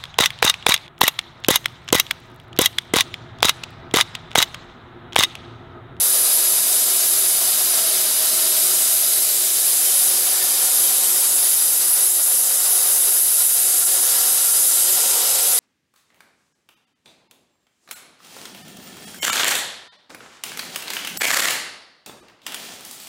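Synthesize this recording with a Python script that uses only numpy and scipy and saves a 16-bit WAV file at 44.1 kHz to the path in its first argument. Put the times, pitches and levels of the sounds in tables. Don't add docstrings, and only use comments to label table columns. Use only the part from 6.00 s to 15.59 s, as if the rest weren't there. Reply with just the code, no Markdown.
import sys
import numpy as np
from scipy import signal
from scipy.fft import rfft, irfft, next_fast_len
from scipy.io import wavfile
from scipy.ndimage import uniform_filter1d, map_coordinates

SR = 44100
rng = np.random.default_rng(int(sys.argv[2]) if len(sys.argv) > 2 else 0)


def pcm_store(signal):
    levels = np.round(np.clip(np.atleast_2d(signal), -1, 1) * 32767)
    wavfile.write(sys.argv[1], SR, levels.astype(np.int16).T)


N = 422919


def amp(db):
    return 10 ** (np.asarray(db) / 20)


def unit(x):
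    return x / np.sqrt(np.mean(x ** 2) + 1e-20)


def along(points, hz):
    point_hz, value = np.transpose(points)
    return np.interp(np.log(hz + 1), np.log(point_hz + 1), value)


def curves(rows):
    time_s, *columns = np.transpose(rows)
    return [np.interp(np.arange(N) / SR, time_s, column) for column in columns]


def wobble(rate_hz):
    knots = rng.standard_normal(int(N * rate_hz / SR) + 4)
    return map_coordinates(knots, [np.arange(N) * rate_hz / SR])


def filtered(x, response):
    size = next_fast_len(N + 8192)
    gain = response(np.fft.rfftfreq(size, 1 / SR))
    return irfft(rfft(x, size) * gain, size)[..., :N]


def lift(modes, hz):
    return amp(sum(db / (1 + (2 * (hz - centre) / width) ** 2) for centre, width, db in modes))


# (frequency [Hz], likeness [0..1])
LIKENESS = [(60, 1), (200, 1), (380, 0.98), (700, 0.94), (1290, 0.84), (2380, 0.97), (4400, 0.91),
            (8120, 0.93), (11000, 0.985), (11700, 1), (12300, 1)]


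def rush(spectrum, patchy_db, frames=5):
    z = signal.stft(rng.standard_normal((2, N)), nperseg=512)[2]
    patches = uniform_filter1d(rng.standard_normal(z.shape[1:]), size=5, axis=0)
    patches = unit(uniform_filter1d(patches, size=frames, axis=1))
    pair = signal.istft(z * amp(patchy_db * patches), nperseg=512)[1][:, :N]

    def mid_side_gain(hz):
        angle = np.arccos(np.clip(along(LIKENESS, hz), 0, 1)) / 2
        return amp(along(spectrum, hz)) * [np.cos(angle), np.sin(angle)]

    mid, side = filtered(pair, mid_side_gain)
    return unit(np.array([mid + side, mid - side]))


# (time [s], level [dB])
RUMBLE_LEVEL = [(0, -51.5), (.9, -49.5), (2.75, -49), (3.31, -53), (4.83, -50.5), (5.95, -55.5), (7.1, -56),
                (7.53, -57), (7.95, -53), (8.4, -55), (9.11, -51), (9.59, -53.5)]
# (frequency [Hz], relative level [dB per Hz])
RUMBLE_COLOUR = [(20, -24), (50, -14), (100, -12), (200, -3.5), (320, 1.5), (450, -11), (1000, -90)]
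# (frequency when in step [Hz], rms before the hum swing [dB], left minus right [dB], drift [Hz/s])
STEADY_TONES = [(69.0, -78.9, 0.1, 0), (103.52, -72.5, 0, 0), (120.02, -71.9, 0, 0), (137.98, -69.6, 0, 0),
                (362.438, -62.5, 0, .0577), (367.993, -55.7, -1.5, .0363), (368.957, -55.8, -1.9, -.0103),
                (372.315, -55.7, -.5, .0779), (583.53, -62.5, -3.0, 0), (722.18, -55, -2.7, 0)]
IN_STEP_S = 8.896


def shop():
    rumble_db, = curves(RUMBLE_LEVEL)
    hum_swing_db = .7 * (rumble_db - rumble_db.mean()) + .5
    t = np.arange(N) / SR - IN_STEP_S
    hum = np.zeros((2, N))
    for hz, rms_db, pan_db, drift_hz_per_s in STEADY_TONES:
        gain = np.sqrt(2) * amp(rms_db + np.array([[pan_db], [-pan_db]]) / 2)
        hum += gain * np.cos(2 * np.pi * (hz + drift_hz_per_s * t / 2) * t)
    return amp(rumble_db) * rush(RUMBLE_COLOUR, patchy_db=-1.0) + amp(hum_swing_db) * hum


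# (frequency [Hz], gain re direct [dB])
BOUNCE_GAIN = [(300, -34), (1000, -27), (2000, -22), (4000, -20), (15000, -20.5)]


def bounced(x, count):
    hz, t, z = signal.stft(x, SR, nperseg=2048, noverlap=1536)
    lag_s = rng.uniform(.003, .016, count)
    creep_s_per_s = rng.uniform(-.00012, .00012, count)
    gain = amp(along(BOUNCE_GAIN, hz))[:, None]
    copies = sum(np.exp(-2j * np.pi * hz[:, None] * (lag + creep * t))
                 for lag, creep in zip(lag_s, creep_s_per_s))
    z = z * (1 + gain * copies) / np.sqrt(1 + count * gain ** 2)
    return signal.istft(z, SR, nperseg=2048, noverlap=1536)[1][:, :N]


def passing(x, bands, size):
    fade_s = 0.15
    hz, t, z = signal.stft(x, SR, nperseg=size)
    db = np.zeros(z.shape[1:])
    for start, end, first, last, width, lift_db in bands:
        on = (np.tanh((t - start) / fade_s) - np.tanh((t - end) / fade_s)) / 2
        centre = np.interp(t, [start, end], [first, last])
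        db += lift_db * on * .5 ** ((2 * (hz[:, None] - centre) / width) ** 2)
    return signal.istft(z * amp(db), SR, nperseg=size)[1][:, :N]


# (time [s], change [dB])
BLAST_CHANGES = [(.1, -1.5), (.37, -2), (1.79, 2.5), (2.72, 2), (5.4, -1.5), (5.557, -1), (5.73, -2),
                 (5.82, 2.5), (5.92, -3), (5.98, 2), (6.016, 1.5), (6.092, -0.5), (6.13, -2.5), (6.202, 3),
                 (6.245, -1.5), (6.42, -2), (6.472, 0), (6.66, 2.5), (6.737, -1.5), (6.81, -0.5),
                 (6.99, -3), (7.082, 2), (7.22, -3), (7.413, 2.5), (7.485, -3), (7.535, -4), (7.795, -2),
                 (7.853, -5.5), (8.016, -2.5), (8.523, -2), (8.62, -0.5), (8.673, -3)]


def sputter():
    half_width_s = 0.015
    t = np.arange(N) / SR
    return sum(db * np.exp(-((t - time_s) / half_width_s) ** 2) for time_s, db in BLAST_CHANGES)


# (time [s], roar level [dB], hollow level before a 2.5 dB trim [dB])
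CUT_LEVELS = [(0, -27, -35), (.7, -26.5, -36), (1.25, -27.5, -37.5), (1.55, -26.5, -35.5),
              (2.35, -25.5, -35.5), (3.0, -27, -37), (3.6, -27, -38), (4.4, -26.5, -36), (5.2, -27.5, -37),
              (5.6, -28, -37.5), (6.2, -29.5, -38), (6.7, -28, -35.5), (7.35, -29.5, -39),
              (8.1, -26.5, -35.5), (8.45, -27.5, -36.5), (8.7, -28, -37), (9.05, -25.5, -34),
              (9.59, -26.5, -34.5)]
# (frequency [Hz], relative level [dB per Hz])
ROAR_COLOUR = [(400, -90), (1100, -27), (1700, -8.5), (2500, -7.5), (3300, -6), (4400, -3), (5600, -1),
               (6800, -3.5), (12000, -90)]
# (frequency [Hz], relative level [dB per Hz])
HOLLOW_COLOUR = [(100, -90), (250, -30), (380, -4.5), (520, -1.5), (850, -2.5), (1100, -2.5), (1500, -2.5),
                 (2200, -27), (5000, -90)]
# (frequency [Hz], width [Hz], lift [dB])
PLATE_MODES = [(3020, 280, 2.5), (3840, 530, 4.5), (4610, 190, 3.5), (5030, 270, 4), (3240, 120, -1),
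               (2720, 88, -2), (4440, 92, -0.5)]
# (frequency [Hz], width [Hz], lift [dB])
ROOM_MODES = [(403, 10, -3), (422, 16, 5), (442, 14, -5), (462, 16, 3), (800, 40, -2)]
# (start [s], end [s], first frequency [Hz], last frequency [Hz], width [Hz], lift [dB])
PASSING_MODES = [(0, 1.3, 628, 626, 36, 7.5), (1.4, 3.6, 632, 628, 36, 10), (0, 3.4, 768, 772, 30, 5),
                 (0, 2, 1048, 1048, 22, 4), (0, 3.4, 880, 925, 50, -2.5), (0, 3.4, 1020, 1022, 25, -3),
                 (3.7, 8.6, 805, 805, 40, 2.5), (.3, 3.3, 675, 695, 70, 5), (1.3, 1.8, 760, 760, 35, 5),
                 (3.5, 5.45, 740, 755, 65, 8), (5.65, 6.3, 750, 740, 60, 7.5), (6.4, 7.25, 725, 740, 55, 9),
                 (7.4, 8.6, 725, 745, 60, 8), (8.8, 9.7, 735, 732, 45, 10), (0, 1, 500, 500, 35, 4),
                 (3.8, 5.4, 556, 556, 22, 7), (3.8, 5.3, 520, 485, 35, 4), (3.8, 9.7, 608, 610, 22, 4),
                 (3.8, 8.5, 632, 640, 25, -2), (8.5, 9.7, 665, 665, 40, -4), (5.5, 8, 527, 525, 25, 4),
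                 (5.4, 9.7, 890, 890, 30, -3), (8.6, 9.7, 1040, 1040, 50, -4), (3.8, 5.3, 910, 912, 20, 3),
                 (7.9, 8.6, 520, 520, 40, 5), (8.85, 9.7, 566, 562, 30, 8), (8.9, 9.7, 518, 520, 35, 7),
                 (9.1, 9.7, 470, 470, 35, 9), (5.4, 6.6, 450, 450, 40, -6), (0, .7, 962, 962, 25, 8),
                 (1.4, 3.1, 960, 956, 16, 8), (2.4, 4.1, 880, 875, 70, -5), (4.2, 5.3, 980, 1000, 40, 6),
                 (7.9, 8.7, 928, 925, 20, 8), (8.1, 8.6, 985, 990, 25, 5), (8.8, 9.5, 925, 925, 22, 9),
                 (8.9, 9.5, 840, 830, 70, 7), (8.9, 9.5, 985, 985, 30, 7), (5.4, 6.6, 1090, 1085, 50, -8),
                 (7, 7.7, 1150, 1150, 70, -8), (0, 3.3, 1210, 1210, 40, 3), (0, 3.5, 1365, 1355, 38, 6),
                 (4, 7.5, 1405, 1430, 40, 6), (7.4, 9.5, 1385, 1370, 80, 7), (5.6, 7.6, 1460, 1470, 20, -3),
                 (0, 1.9, 1650, 1640, 45, 6), (1.9, 3.1, 1570, 1560, 60, 4),
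                 (4.25, 4.75, 1795, 1795, 40, 9), (4.3, 4.8, 1670, 1670, 30, 5),
                 (7.7, 8.4, 1700, 1680, 70, 6), (0, 1.3, 3650, 3650, 300, 2),
                 (1.3, 3.5, 3800, 4050, 600, 1.5), (1.2, 3.2, 3050, 3050, 350, 2),
                 (0, 3, 5000, 5250, 450, 1), (0, 3.2, 5500, 5450, 300, -2), (5.4, 8, 3450, 3450, 300, -1),
                 (3.3, 5.5, 3160, 3160, 150, 3), (3.3, 5.5, 3550, 3550, 300, 1.5),
                 (5.2, 9.7, 1950, 1960, 90, 3), (5.2, 9.7, 2700, 2700, 120, 2),
                 (5.4, 9.7, 1820, 1820, 80, -2), (3.6, 5.4, 4300, 4200, 250, -2),
                 (5.4, 9.4, 4220, 4380, 330, -3), (5.4, 9, 2350, 2350, 500, -2),
                 (8.7, 9.7, 3150, 3150, 600, 2), (0, 3.4, 572, 568, 30, -4), (0, 3.4, 1135, 1135, 30, -4),
                 (.5, 3.4, 1280, 1275, 30, 4), (3.8, 8.5, 690, 690, 20, -2), (4.5, 8.5, 1125, 1125, 20, 4),
                 (4.5, 8, 1212, 1212, 20, 4), (5.2, 7.7, 922, 922, 18, 5)]


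def cut():
    roar_db, hollow_db = curves(CUT_LEVELS)
    flicker = 0.37 * wobble(14) + wobble(28) + 1.2 * wobble(55)
    blast_db = sputter()
    roar = unit(filtered(rush(ROAR_COLOUR, patchy_db=0.82), lambda hz: lift(PLATE_MODES, hz)))
    hollow = filtered(rush(HOLLOW_COLOUR, patchy_db=0.5), lambda hz: lift(ROOM_MODES, hz))
    roar = passing(amp(roar_db) * roar, PASSING_MODES, size=4096)
    hollow = passing(amp(hollow_db - 2.5) * hollow, PASSING_MODES, size=4096)
    return amp(blast_db + 0.41 * flicker) * roar + amp(1.1 * blast_db + 0.51 * flicker) * hollow


# (time [s], lag [ms], strength re direct [dB])
PLATE_MIRROR = [(0, .69, -9), (.6, .71, -9), (1.1, .79, -12), (1.8, .92, -16), (2.1, 1.03, -15),
                (2.7, 1.05, -17), (3.6, 1.045, -16), (4.1, 1.08, -10), (4.8, 1.13, -12), (5.4, 1.18, -12),
                (5.95, 1.215, -13), (6.5, 1.21, -19), (7.8, 1.19, -17), (8.6, 1.04, -14), (9.59, 1.05, -16)]


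def mirrored(x):
    lag_ms, strength_db = curves(PLATE_MIRROR)
    late = np.arange(N) - lag_ms * SR / 1000
    gain = amp(strength_db)
    copy = np.array([map_coordinates(channel, [late], order=5) for channel in x])
    return (x + gain * copy) / np.sqrt(1 + gain ** 2)


# (time [s], core level [dB], lower flank level [dB])
JET_LEVELS = [(0, -22.5, -24.5), (.4, -22, -25), (1.0, -23, -24), (1.5, -23, -24.8), (2.0, -22, -25.5),
              (2.8, -23, -23.5), (3.1, -21, -24.8), (3.4, -26, -24), (4.05, -21, -24), (4.45, -24, -25),
              (5.1, -22, -23), (6.0, -20.5, -25.5), (6.5, -21.5, -24), (7.3, -20, -25), (7.9, -21, -22.5),
              (8.2, -23, -23.5), (8.6, -20.5, -21.5), (8.95, -24, -22), (9.59, -21, -23.5)]
# (frequency [Hz], relative level [dB per Hz])
CORE_COLOUR = [(5000, -90), (8800, -22), (9700, -4), (10500, -5.5), (11500, -4.5), (12600, -17),
               (15800, -64)]
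# (frequency [Hz], relative level [dB per Hz])
HISS_COLOUR = [(4000, -90), (7800, -20), (9000, -5.5), (10500, 0), (12000, -1.5), (12800, -1.5),
               (14000, -7.5), (15000, -10.5), (15800, -11.5)]
# (frequency [Hz], relative level [dB per Hz])
FLANK_COLOUR = [(2500, -90), (5000, -25), (6000, -8), (7200, -1.5), (8300, 0.5), (9300, -1.5), (10800, -39),
                (15000, -90)]
# (start [s], end [s], first frequency [Hz], last frequency [Hz], width [Hz], lift [dB])
WHISTLE_RIDGES = [(.1, .6, 11480, 11480, 350, 2.5), (-.1, .55, 10050, 10200, 500, 2.5),
                  (.35, .75, 12450, 12400, 200, 4), (1.05, 1.5, 10550, 10400, 250, 4.5),
                  (1.4, 2, 9820, 9600, 220, 2), (3.45, 4.05, 10900, 10450, 400, 3.5),
                  (3.85, 4.35, 10200, 10200, 200, 4), (4.5, 5, 10800, 10600, 400, 3.5),
                  (4.55, 5.2, 11480, 11480, 200, 3), (5.1, 5.7, 10500, 10050, 400, 2.5),
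                  (5.6, 6.2, 9920, 10170, 320, 2), (5.3, 6.4, 10950, 10600, 400, 3.5),
                  (6.4, 7.6, 11300, 11200, 400, 0.5), (5.55, 6.05, 12350, 12250, 250, 2),
                  (6.3, 6.9, 10250, 10200, 400, 2), (6.2, 7.8, 10600, 10500, 300, 1.5),
                  (6.85, 7.8, 10050, 9900, 300, 2), (7, 7.7, 10850, 10800, 300, 2),
                  (7.65, 8.3, 10300, 10300, 300, 3), (8.4, 8.8, 10380, 10900, 350, 3),
                  (8.45, 8.95, 11600, 11620, 300, 2.5), (8.1, 8.8, 9430, 9450, 200, 5),
                  (9.15, 9.7, 12300, 12400, 220, 3)]
HISS_DB, HISS_DRIFT_DB = -19.5, 0.63


def jet():
    core_db, flank_db = curves(JET_LEVELS)
    flutter = wobble(25)
    core = amp(core_db + .5 * flutter) * mirrored(rush(CORE_COLOUR, patchy_db=1.3, frames=40))
    hiss_db = HISS_DB + HISS_DRIFT_DB * wobble(3.38) + 0.26 * flutter
    hiss = amp(hiss_db) * rush(HISS_COLOUR, patchy_db=1.5, frames=12)
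    flank_db = flank_db + 0.3 * sputter() + 0.33 * wobble(25)
    flank = amp(flank_db) * rush(FLANK_COLOUR, patchy_db=1.5)
    return passing(core + hiss, WHISTLE_RIDGES, size=1024) + flank


def scene():
    return shop() + bounced(cut() + jet(), count=12)


# (frequency [Hz], left minus right [dB])
CHANNEL_LEAN = [(200, 0), (380, -.6), (700, -.5), (2400, -.3), (4400, .3), (15000, 0)]
TOP_HZ = 15760


def record(dry):
    leaning = filtered(dry, lambda hz: amp(np.array([[.5], [-.5]]) * along(CHANNEL_LEAN, hz)))
    rounded = leaning / (1 + abs(leaning / .75) ** 5) ** (1 / 5)
    return filtered(rounded, lambda hz: hz < TOP_HZ)


dry = scene()
out = record(dry)
pcm_store(out)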